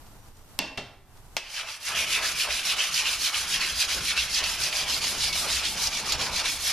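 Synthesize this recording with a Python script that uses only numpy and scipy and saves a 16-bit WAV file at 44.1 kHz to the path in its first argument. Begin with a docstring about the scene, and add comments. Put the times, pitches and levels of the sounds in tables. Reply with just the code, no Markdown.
"""First come a quiet workshop's air noise, faint ticks and a thin wavering tone. A cast metal plate is then
laid on a steel bench and rocks once: cracks, clatter noise, and dying tones of plate and bench. A stone is set
on it and rubbed over its ribs, about seven strokes a second: shaped noise and short rings, with harder catches
and gliding squeaks, while low noise is heard as the bench shakes. A small device with two close microphone
ports stands near; its gain control raises quiet sound."""
import sys
import numpy as np
from scipy import signal
from scipy.fft import rfft, irfft
from scipy.io import wavfile
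from scipy.ndimage import uniform_filter1d

SR = 44100
rng = np.random.default_rng(int(sys.argv[2]) if len(sys.argv) > 2 else 0)


def generate_wav(sig):
    """Save sig (samples, or channels by samples) to the path in sys.argv[1] as 16-bit PCM at SR."""
    pcm = np.round(np.clip(np.atleast_2d(sig).T, -1, 1) * 32767).astype(np.int16)
    wavfile.write(sys.argv[1], SR, pcm)


N = 296352

# All source levels are set ahead of the gain control; colours give only the shape of a spectrum.

# workshop air and microphone hiss, colour: (frequency [Hz], level [dB per Hz])
AIR_COLOUR = [(8.8, -72), (15, 10), (39, -20), (59, -10.5), (118, -15), (167, -23), (198, -21.5),
              (362, -27.5), (406, -27), (525, -29.5), (831, -25.5), (2270, -36.5), (14200, -39)]
AIR_DB = -57
# likeness of the air noise at the two ports: (frequency [Hz], likeness [0-1])
AIR_LIKENESS = [(60, 0.81), (230, 0.72), (920, 0.9), (3580, 0), (14000, 0.13)]
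# the bench shakes under the arm: (time [s], level [dB])
SHAKE = [(1.47, -73), (1.78, -80), (1.94, -47.5), (2.98, -51), (3.01, -55.5), (3.21, -47.5), (3.3, -58),
         (3.39, -47.5), (3.77, -45.5), (3.84, -53.5), (4.03, -42), (4.12, -49), (4.7, -46), (4.79, -51),
         (4.83, -43.5), (6.22, -44), (6.34, -45.5), (6.72, -48)]
# colour of that shaking: (frequency [Hz], level [dB per Hz])
SHAKE_COLOUR = [(8.8, -32), (15, -6), (59, -1.5), (70, 6.5), (86, -14.5), (108, -9), (157, -9),
                (349, -14.5), (400, -13.5), (520, -25), (880, -120)]
# faint thin tone, before its flicker: (time [s], level [dB])
WHISTLE = [(.17, -90), (.2, -75), (.28, -78), (.31, -85), (.34, -71), (.42, -77), (.45, -90)]
WHISTLE_HZ = 5800  # middle pitch
# faint ticks: (time [s], level [dB], frequency [Hz])
TICKS = [(.06, -69, 4000), (.365, -67, 6500), (.42, -71, 5500), (1.168, -67.5, 5000)]

# likeness of the nearby sounds at the two ports: (frequency [Hz], likeness [0-1])
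LIKENESS = [(60, 0.87), (100, 0.92), (180, 0.98), (310, 0.94), (530, 1), (920, 0.96), (1580, 1),
            (2720, 0.92), (4700, 0.63), (8110, 0.26), (14000, 0.38)]
# how far the left port leads: (frequency [Hz], lead [radians])
LEAD = [(0, 0.053), (5170, 0.19), (6030, -0.39), (9040, -0.21), (11800, 0.97), (12200, -0.21),
        (14100, -0.1)]
# how much louder the left port is: (frequency [Hz], left minus right [dB])
LEAN = [(60, -2), (110, 0), (200, -0.5), (370, 0.5), (680, -0.5), (1240, 0.0), (2270, 0.0), (4160, -2),
        (7630, -1.5), (14000, 2.5)]
# how long echoes take to fall 60 dB: (frequency [Hz], t60 [s])
ROOM = [(150, 1), (400, 0.63), (1040, 0.71), (2760, 0.55), (7280, 0.41)]
EDGE_HZ = 14150  # upper band limit of the device

# plate down, plate rocks, stone down: (time [s], crack peak [dB], clatter [dB],
# hardness [dB per octave], ring [dB], thud [dB], room [dB])
BLOWS = [(.590, -14, -27, -.5, -32.5, -35, -26), (.775, -28, -27.5, -1.5, -35, -35, -32),
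         (1.367, -18, -25, 2, -33.5, -56, -34)]
# blow by blow, a hand on the plate lowers and damps its modes: (pitch [factor], damping [factor])
HELD = [(1, 1), (1, 3), (.955, 1.8)]
# modes of the plate when not held: (frequency [Hz], relative level [dB], t60 [s])
PLATE = [(662, -12, .2), (996, -18, .19), (1723, -10, .25), (2439, -10, .2), (2698, -6, .5), (2719, 0, .6),
         (2752, -9, .3), (3456, -7, .25), (3962, -12, .15), (4750, -8, .06), (5400, -15, .13)]
# modes of the steel bench top: (frequency [Hz], relative level [dB], t60 [s])
BENCH = [(186, -4, .22), (248, 0, .2), (266, -1, .2), (360, -7, .2), (417, -5, .25), (582, -9, .2),
         (700, -6, .2), (780, -8, .2)]
# the plate's countless small modes together, colour: (frequency [Hz], level [dB per Hz])
CLATTER = [(90, -5), (200, -7), (700, 2), (1500, -5.5), (2700, 0.5), (5400, -4), (7500, -14), (11000, -24),
           (14200, -30)]

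# short squeaks as the stone binds, level before the roughness:
# (time [s], length [s], start [Hz], middle [Hz], end [Hz], level [dB])
SQUEAKS = [(3.265, .03, 1450, 1420, 1400, -36), (4.07, .05, 2450, 2300, 2300, -37),
           (4.385, .04, 2900, 2900, 2900, -36), (5.24, .16, 2600, 2230, 2500, -37),
           (6.065, .04, 1250, 1180, 1100, -38), (6.47, .04, 2400, 2450, 2550, -36)]
# hard catches on a rib edge, before the sharing between ports: (time [s], peak [dB], frequency [Hz])
CATCHES = [(1.95, -21, 3080), (2.1188, -24, 2540), (2.5043, -19, 2500), (2.539, -23, 2460),
           (2.7668, -21, 3000), (2.942, -17, 5070), (3.0553, -16.5, 3000), (3.238, -25, 2670),
           (3.3427, -16, 3050), (3.6103, -18, 4380), (3.888, -23, 3060), (4.0814, -20, 2400),
           (4.1641, -29, 2270), (4.3442, -14.5, 4800), (4.4384, -14, 4530), (4.6353, -13.5, 5360),
           (4.7263, -19, 2790), (4.7662, -16.5, 5000), (4.9423, -13, 4350), (5.016, -24, 2800),
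           (5.3264, -20, 3800), (5.8696, -13.5, 5200), (6.1208, -11.5, 4440), (6.488, -24, 2400)]
CATCH_RISE_S, CATCH_DRAG_S = 0.00092, 0.0065
CATCH_WIDTH = 1.1  # the band runs from the frequency divided by this to the frequency times this

# strokes of the stone, push and pull in turn: (turn [s], loudest [s], rasp at turn [dB], rasp at loudest [dB],
# breadth of rise [1 = pointed], breadth of fall [1 = pointed], extra scrape at turn [dB],
# extra scrape at loudest [dB], extra grit [dB], hollow under the stone [Hz], basic hollow lift [dB])
STROKES = [(1.482, 1.59, -45.5, -29, 0.96, 1.06, -5, 4.5, -3, 2680, 7.8),
           (1.655, 1.684, -44, -36, 1.4, 2.1, 6.5, 6.5, 0, 2600, 8.1),
           (1.795, 1.887, -51.5, -27, 1.15, 0.97, -2, 7.5, 1.5, 2860, 6.6),
           (1.943, 1.979, -35.5, -25.5, 1.4, 2.5, 5, 4, 2.5, 2700, 8.7),
           (2.062, 2.134, -36, -24.5, 1.4, 1.9, 2, 0, 2, 2600, 9.1),
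           (2.207, 2.255, -35, -24, 1.4, 1.7, 6.5, 4, 0.5, 2530, 5.5),
           (2.345, 2.417, -36, -24, 1.5, 1.3, -1.5, 0, 3, 2730, 10),
           (2.481, 2.512, -38.5, -25, 1.1, 1.8, 8, 0, 0.5, 2600, 5.9),
           (2.627, 2.696, -36.5, -23.5, 1.5, 1.5, -2.5, 2.5, 2, 2700, 7.9),
           (2.757, 2.811, -38, -24.5, 1.5, 1.24, 0.5, 5, -1, 2610, 9.3),
           (2.908, 2.973, -35, -22.5, 1.4, 1.9, -1.5, -0.5, 2, 2680, 5.2),
           (3.04, 3.074, -36.5, -25, 1.5, 3.1, 0, 4, 2, 2750, 7.6),
           (3.18, 3.262, -34.5, -23, 1.6, 1.8, -3.5, 0.5, 4, 2860, 5.1),
           (3.318, 3.364, -40, -25, 1.7, 1.7, 1.5, 2, 1, 2730, 6),
           (3.465, 3.545, -34.5, -21.5, 1.3, 2, -3.5, -2.5, 0.5, 2600, 3),
           (3.593, 3.624, -34, -23.5, 1.3, 1.5, 0, 0, -2, 2540, 7.1),
           (3.741, 3.813, -33, -19.5, 0.95, 1.7, -6, -3, -1, 2710, 0.67),
           (3.869, 3.922, -37, -23, 1.8, 0.96, -2, 2.5, -0.5, 2610, 5.5),
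           (4.004, 4.1, -34.5, -21.5, 1.06, 1.2, -0.5, -4, -0.5, 2480, 4.7),
           (4.151, 4.192, -35.5, -23, 1.8, 1.1, 4, -2, -2.5, 2570, 7),
           (4.282, 4.38, -35, -20.5, 1.6, 1.1, -0.5, -4.5, -3, 2770, 1),
           (4.426, 4.446, -36, -26.5, 3.8, 1.7, 8.5, 1.5, 1.5, 2580, 8.6),
           (4.572, 4.637, -33, -24, 1.5, 2.6, 1, 3.5, 1, 2700, 3.8),
           (4.707, 4.77, -35, -26, 2.3, 4, 1, 5.5, 2.5, 2680, 5),
           (4.858, 4.933, -38, -24.5, 3, 1.6, 7.5, 5, 1, 2530, 4),
           (5.005, 5.05, -36, -25, 2.5, 2, -0.5, 4, 3, 2680, 4),
           (5.16, 5.26, -33, -23, 2.5, 1.9, 5.5, 2.5, -0.5, 2520, 1),
           (5.324, 5.33, -39.5, -25.5, 0.89, 3.6, 3.5, -0.5, 4.5, 2570, 0.67),
           (5.474, 5.546, -31.5, -23.5, 3.3, 3.1, 9, -0.5, 2.5, 2740, 4.3),
           (5.622, 5.666, -35, -23.5, 2, 0.73, 3, -4, -2, 2690, 5.6),
           (5.762, 5.85, -33.5, -23, 2.1, 2.2, 2.5, 3.5, 2, 2770, 1),
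           (5.901, 5.935, -35.5, -26.5, 1.2, 3.4, 0.5, 2, -2, 2710, 4),
           (6.04, 6.098, -36, -23, 1.6, 2.4, 8.5, 6.5, -3, 2660, 0.68),
           (6.174, 6.208, -37.5, -25, 1.26, 3.2, 5.5, 10, -3.5, 2630, 3.5),
           (6.307, 6.393, -37, -22.5, 2.4, 2.2, 8.5, 6, -2.5, 2770, 1),
           (6.43, 6.465, -35.5, -22.5, 1.4, 0.94, 7.5, 1, 0, 2630, 4.7),
           (6.585, 6.695, -35, -21.5, 1.6, 1.4, -3, 1.5, 1.5, 2630, 2.4)]
STOP_S = 6.75  # the last stroke ends
# how sound follows the place on the plate; a push runs 0-1, a pull 1-2:
# (place [strokes], scrape share of the swell [0-1], extra hollow lift [dB])
CYCLE = [(0, .4, 1), (.25, .5, -6), (.5, 0.4, -3.5), (.75, .75, -0.5), (.9, 0.72, -2), (1, .65, -1),
         (1.25, .9, -2), (1.5, 0.39, -3.5), (1.75, 0.58, -2.5), (1.998, 0.59, -2)]
# stone on ribs through the microphone, basic colour: (frequency [Hz], level [dB per Hz])
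RASP = [(120, -59), (200, -32.5), (500, -16), (630, -11.5), (930, -10.5), (1300, -7), (2000, -7),
        (2400, -4), (3600, -4), (5200, -2), (6900, -8), (8000, -14), (10200, -12), (12300, -18),
        (14200, -28)]
# change just under the hollow as the stone works other parts of the plate: (time [s], change [dB])
UNDER = [(1.5, 1), (2.1, 1.5), (2.8, -0.5), (3.3, 4.5), (3.9, 0.5), (4.5, -1), (5, -5.5), (5.3, -3.5),
         (5.7, -3), (6.2, -5.5), (6.7, -1.5)]
UNDER_HZ, UNDER_WIDTH_HZ = 1540, 430
HOLLOW_WIDTH_HZ = 760
SCRAPE_EDGE_HZ, GRIT_EDGE_HZ = 1680, 7000  # scrape meets rasp, rasp meets grit
GRIT_DIP_DB = 2  # grit sinks this far below the rasp at a turn, before the extra grit
GRIT_SPEED_POWER = 0.56  # how grit follows the stone's speed


def gain_of(db):
    """Turns decibels into a multiplier."""
    return 10 ** (np.asarray(db) / 20)


def evened(x):
    """Scales to an average strength (rms) of 1."""
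    return x / np.sqrt(np.mean(np.abs(x) ** 2) + 1e-20)


def read(points, hz):
    """Reads a spectrum table along a logarithmic frequency axis."""
    f, value = np.transpose(points)
    return np.interp(np.log(hz + 1), np.log(f + 1), value)


def add(mix, s, sound):
    """Mixes a sound in from time s, in seconds."""
    part = mix[round(s * SR):][:len(sound)]
    part += sound[:len(part)]


def patches(shape, bins, frames):
    """Makes a smooth random pattern over frequency and time, rms 1."""
    field = rng.standard_normal(shape)
    field = uniform_filter1d(field, size=bins, axis=0)
    return evened(uniform_filter1d(field, size=frames, axis=1))


def ports(pair, likeness, size, field_db=None):
    """Turns a shared and a differing signal into left and right, with the ports' lead and lean."""
    overlap = size * 3 // 4
    hz, t, (shared, differing) = signal.stft(pair, SR, nperseg=size, noverlap=overlap)
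    alike = np.clip(read(likeness, hz), 0, 1)[:, None]
    mid = np.sqrt((1 + alike) / 2) * shared
    side = np.sqrt((1 - alike) / 2) * differing
    # each port takes half of the difference in level and timing
    half = (gain_of(read(LEAN, hz) / 2) * np.exp(.5j * read(LEAD, hz)))[:, None]
    z = np.array([(mid + side) * half, (mid - side) / half])
    if field_db is not None:
        z = z * gain_of(field_db(hz[:, None], t))
    return signal.istft(z, SR, nperseg=size, noverlap=overlap)[1][:, :N]


def room(x):
    """Adds up sparse echoes of random sign; each frequency band dies at its own speed."""
    taps = np.zeros((2, SR))
    at = np.arange(200, SR - 20, 20) + rng.integers(0, 20, (2, (SR - 201) // 20))
    np.put_along_axis(taps, at, rng.choice([-1., 1.], at.shape), 1)
    hz, t, z = signal.stft(taps, SR, nperseg=256)
    fading = z * gain_of(-60 * t / read(ROOM, hz)[:, None])
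    tail = signal.istft(fading, SR, nperseg=256)[1]
    return signal.fftconvolve(x[None], tail / np.linalg.norm(tail[0]), axes=1)[:, :N]


def bed(colour, likeness, patchy_db):
    """Makes noise of a given colour whose level varies in random patches."""
    def lumps_db(hz, t):
        return read(colour, hz) + patchy_db * patches((len(hz), len(t)), bins=4, frames=8)

    return evened(ports(rng.standard_normal((2, N)), likeness, size=2048, field_db=lumps_db))


def workshop_air():
    """Workshop air and microphone hiss are random motion, heard as soft, almost steady noise."""
    return gain_of(AIR_DB) * bed(AIR_COLOUR, AIR_LIKENESS, patchy_db=-0.5)


def bench_shake():
    """The arm shakes the bench, heard as low noise that swells and sinks."""
    level_db = np.interp(np.arange(N) / SR, *np.transpose(SHAKE), left=-120)
    return gain_of(level_db) * bed(SHAKE_COLOUR, LIKENESS, patchy_db=2.5)


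def whistle():
    """A faint sine tone wavers in pitch and flickers in strength."""
    t = np.arange(N) / SR
    wobble, flicker = uniform_filter1d(rng.standard_normal((2, N)), size=400)
    turns = np.cumsum(WHISTLE_HZ + 60 * evened(wobble)) / SR
    level_db = np.interp(t, *np.transpose(WHISTLE), left=-120, right=-120)
    return gain_of(level_db) * np.sin(2 * np.pi * turns) * (.5 + evened(flicker))


def ticks():
    """Faint ticks are very short puffs of noise, each in its own band."""
    near = np.zeros((2, N))
    for s, db, hz in TICKS:
        puff = rng.standard_normal(600) * np.hanning(600)
        band = signal.butter(1, [hz / 2.0, hz * 1.3], "band", fs=SR)
        add(near[0], s, gain_of(db) * evened(signal.lfilter(*band, puff)))
    return ports(near, LIKENESS, size=256)


def ring(modes, t, spread_db):
    """One blow starts many dying tones; each blow lands elsewhere and so weighs them anew."""
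    hz, db, t60 = np.transpose(modes)[:, :, None]
    db = db + spread_db * rng.standard_normal(hz.shape)
    return (gain_of(db - 60 * t / t60) * np.sin(2 * np.pi * hz * t)).sum(0)


def blows():
    """Contact cracks and sets off dense clatter, clear plate tones, a bench thud and echoes."""
    near, far = np.zeros((2, N)), np.zeros(N)
    t = np.arange(SR // 2) / SR
    hz = np.fft.rfftfreq(len(t), 1 / SR)
    for blow, (pitch, damping) in zip(BLOWS, HELD):
        s, crack_db, clatter_db, tilt_db, ring_db, thud_db, room_db = blow
        noise = rfft(rng.standard_normal((2, 2, len(t))))
        # the first contact is brighter
        sharp_colour = gain_of(0.45 * read(CLATTER, hz)) * hz / (hz + 2500)
        sharp = evened(irfft(noise[0] * sharp_colour, len(t)))
        crack = sharp * (1 - np.exp(-t / 0.0001)) * np.exp(-t / 0.0006)
        crack = gain_of(crack_db) * crack / abs(crack[0]).max()

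        rattle_colour = gain_of(read(CLATTER, hz) + tilt_db * np.log2(hz / 2500 + 0.011))
        rattle = evened(irfft(noise[1] * rattle_colour, len(t)))
        clatter = rattle * (1 - np.exp(-t / 0.0015)) * np.exp(-t / 0.016)

        held_plate = np.multiply(PLATE, [pitch, 1, 1 / damping])
        plate = gain_of(ring_db) * ring(held_plate, t, spread_db=1.5) * (1 - np.exp(-t / 0.0003))
        thud = gain_of(thud_db) * ring(BENCH, t, spread_db=2.5) * (1 - np.exp(-t / 0.012))
        tones = plate + thud
        # the tones belong to the shared signal only
        add(near.T, s, (crack + gain_of(clatter_db) * clatter + tones * [[1], [0]]).T)
        add(far, s, gain_of(room_db) * clatter[0] + .15 * tones)
    return ports(near + room(far), LIKENESS, size=256)


def squeaks():
    """The stone binds and gives short gliding tones of uneven strength."""
    out = np.zeros(N)
    for s, length, *hz, db in SQUEAKS:
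        u = np.linspace(0, 1, round(length * SR))
        rough = evened(uniform_filter1d(rng.standard_normal(len(u)), size=120))
        glide_hz = np.polyval(np.polyfit([0, .5, 1], hz, 2), u)
        tone = np.sin(2 * np.pi * np.cumsum(glide_hz) / SR)
        add(out, s, gain_of(db) * signal.windows.tukey(len(u), .5) * (1 + .7 * rough) * tone)
    return out


def catches():
    """The stone catches hard on rib edges: short bursts of noise, each in the band of its rib."""
    out, t = np.zeros((2, N)), np.arange(2000) / SR
    drag = (1 - np.exp(-t / CATCH_RISE_S)) * np.exp(-t / CATCH_DRAG_S)
    for s, db, hz in CATCHES:
        band = signal.butter(1, [hz / CATCH_WIDTH, hz * CATCH_WIDTH], "band", fs=SR)
        burst = signal.lfilter(*band, rng.standard_normal((2, len(t)))) * drag
        add(out.T, s, gain_of(db) * burst.T / abs(burst).max())
    return ports(out, LIKENESS, size=256)


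def ribs(cycles, count=5000, size=1000):
    """Single ribs, each with its own pitch, ring briefly when the stone catches them."""
    when, pitch, luck = rng.random((count, 3)).T[:, :, None]
    hz, t = 900 * 12.0 ** pitch, np.arange(size) / SR
    rings = hz ** 2 * t * np.exp(-hz * t / cycles) * np.sin(2 * np.pi * hz * t)
    # a few catches are hard; a fade closes each ring
    rings = rings * gain_of(-3 * np.log(luck + .03)) * np.hanning(2 * size)[size:]
    at = (when * N).astype(int) + np.arange(size)
    return evened(np.bincount(at.ravel(), rings.ravel())[:N])


def motion(t):
    """The stone's place in its stroke sets the rasp level and the colour that goes with it."""
    (turn_s, top_s, turn_db, top_db, rise, fall, turn_scrape_db, top_scrape_db,
     grit_db, hollow_hz, hollow_db) = np.transpose(STROKES)
    count = len(STROKES)
    marks = np.append(np.ravel([turn_s, top_s], "F"), STOP_S)  # turn, loudest, turn, loudest ...
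    stroke = np.clip(np.searchsorted(turn_s, t, "right") - 1, 0, count - 1)

    # -1 at the turn, 0 at the loudest point, 1 at the next turn
    swell = np.interp(t, marks, np.arange(len(marks))) - 2 * stroke - 1
    share = 1 - abs(swell) ** np.where(swell < 0, rise[stroke], fall[stroke])
    rest = np.interp(t, turn_s, turn_db)
    rasp = rest + share * (top_db[stroke] - rest)

    place = np.interp(t, np.append(turn_s, STOP_S), np.arange(count + 1)) % 2
    at, *shape = np.transpose(CYCLE)
    scrape_share, lift = (np.interp(place, at, y) for y in shape)
    top, extra_grit, hz, hollow = (np.interp(t, top_s, y) for y in (top_db, grit_db, hollow_hz, hollow_db))
    extra_scrape = np.interp(t, marks[:-1], np.ravel([turn_scrape_db, top_scrape_db], "F"))

    # scrape and grit are given relative to the rasp
    scrape = rest + scrape_share * (top - rest) + extra_scrape - rasp
    speed = abs(np.sin(np.pi * place)) ** GRIT_SPEED_POWER
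    grit = top - (1 - speed) * (top - rest + GRIT_DIP_DB) + extra_grit - rasp
    return rasp, scrape, grit, hz, hollow + lift


def rubbing_colour_db(hz, t):
    """The stone's path shifts low scrape, fine grit and the resonance of the hollows it covers."""
    _, scrape, grit, hollow_hz, hollow_db = motion(t)
    low = 1 / (1 + (hz / SCRAPE_EDGE_HZ) ** 6)
    below_grit = 1 / (1 + (hz / GRIT_EDGE_HZ) ** 6)
    # the channels that the stone covers resonate, each at its own pitch
    hollow = np.exp(-((hz - hollow_hz) / HOLLOW_WIDTH_HZ) ** 2) * hollow_db
    under = np.exp(-((hz - UNDER_HZ) / UNDER_WIDTH_HZ) ** 2) * np.interp(t, *np.transpose(UNDER))
    shift = low * scrape + under + hollow + (1 - below_grit) * grit
    # the held plate's close modes drift with the stone
    comb = patches((len(hz), len(t)), bins=1, frames=70)
    flicker = patches((len(hz), len(t)), bins=3, frames=12)
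    return read(RASP, hz) + shift + 1.9 * comb + 1.8 * flicker


def rubbing():
    """Stone on ribs gives dense grit, roughened by small catches, with ringing ribs and echoes."""
    hit = rng.random(N) < 500 / SR  # about 500 small catches a second
    catch = gain_of(4.9 * np.minimum(rng.exponential(1, N), 4)) * hit
    burst = signal.lfilter([1], [1, -np.exp(-1 / (0.0052 * SR))], catch)  # each catch drags for a moment
    grit = rng.standard_normal((2, N)) * (1 + 0.32 * evened(burst))
    body = evened(grit) + gain_of(-12) * ribs(cycles=8.9) * [[1], [.3]]

    sound = evened(ports(body, LIKENESS, size=512, field_db=rubbing_colour_db))
    t = np.arange(N) / SR
    stone_is_down = t > BLOWS[-1][0]
    sound = sound * gain_of(motion(t)[0]) * stone_is_down
    echoes = ports(room(sound.mean(0)), LIKENESS, size=256)
    return sound + gain_of(-11) * echoes


def scene():
    """Adds all sources together at the two ports."""
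    background = workshop_air() + bench_shake() + whistle() + ticks()
    return background + blows() + squeaks() + catches() + rubbing()


def record(dry):
    """Gain control lifts the quiet, drops at a loud sound and comes back; then the treble is cut off."""
    power = uniform_filter1d((dry ** 2).mean(0), size=400, origin=199)
    power_db = 10 * np.log10(abs(power) + 1e-12)
    fall = np.arange(N) * 69.0 / SR  # the detector sinks 69 dB a second
    held_db = np.maximum.accumulate(power_db + fall) - fall
    lift_db = np.clip(-47.5 - held_db, 0, 10.5)
    lifted = dry * gain_of(uniform_filter1d(lift_db, size=200, origin=99))
    low_pass = signal.firwin(511, EDGE_HZ, window=("kaiser", 9), fs=SR)
    return signal.oaconvolve(lifted, low_pass[None], "same")


dry = scene()
out = record(dry)
generate_wav(out)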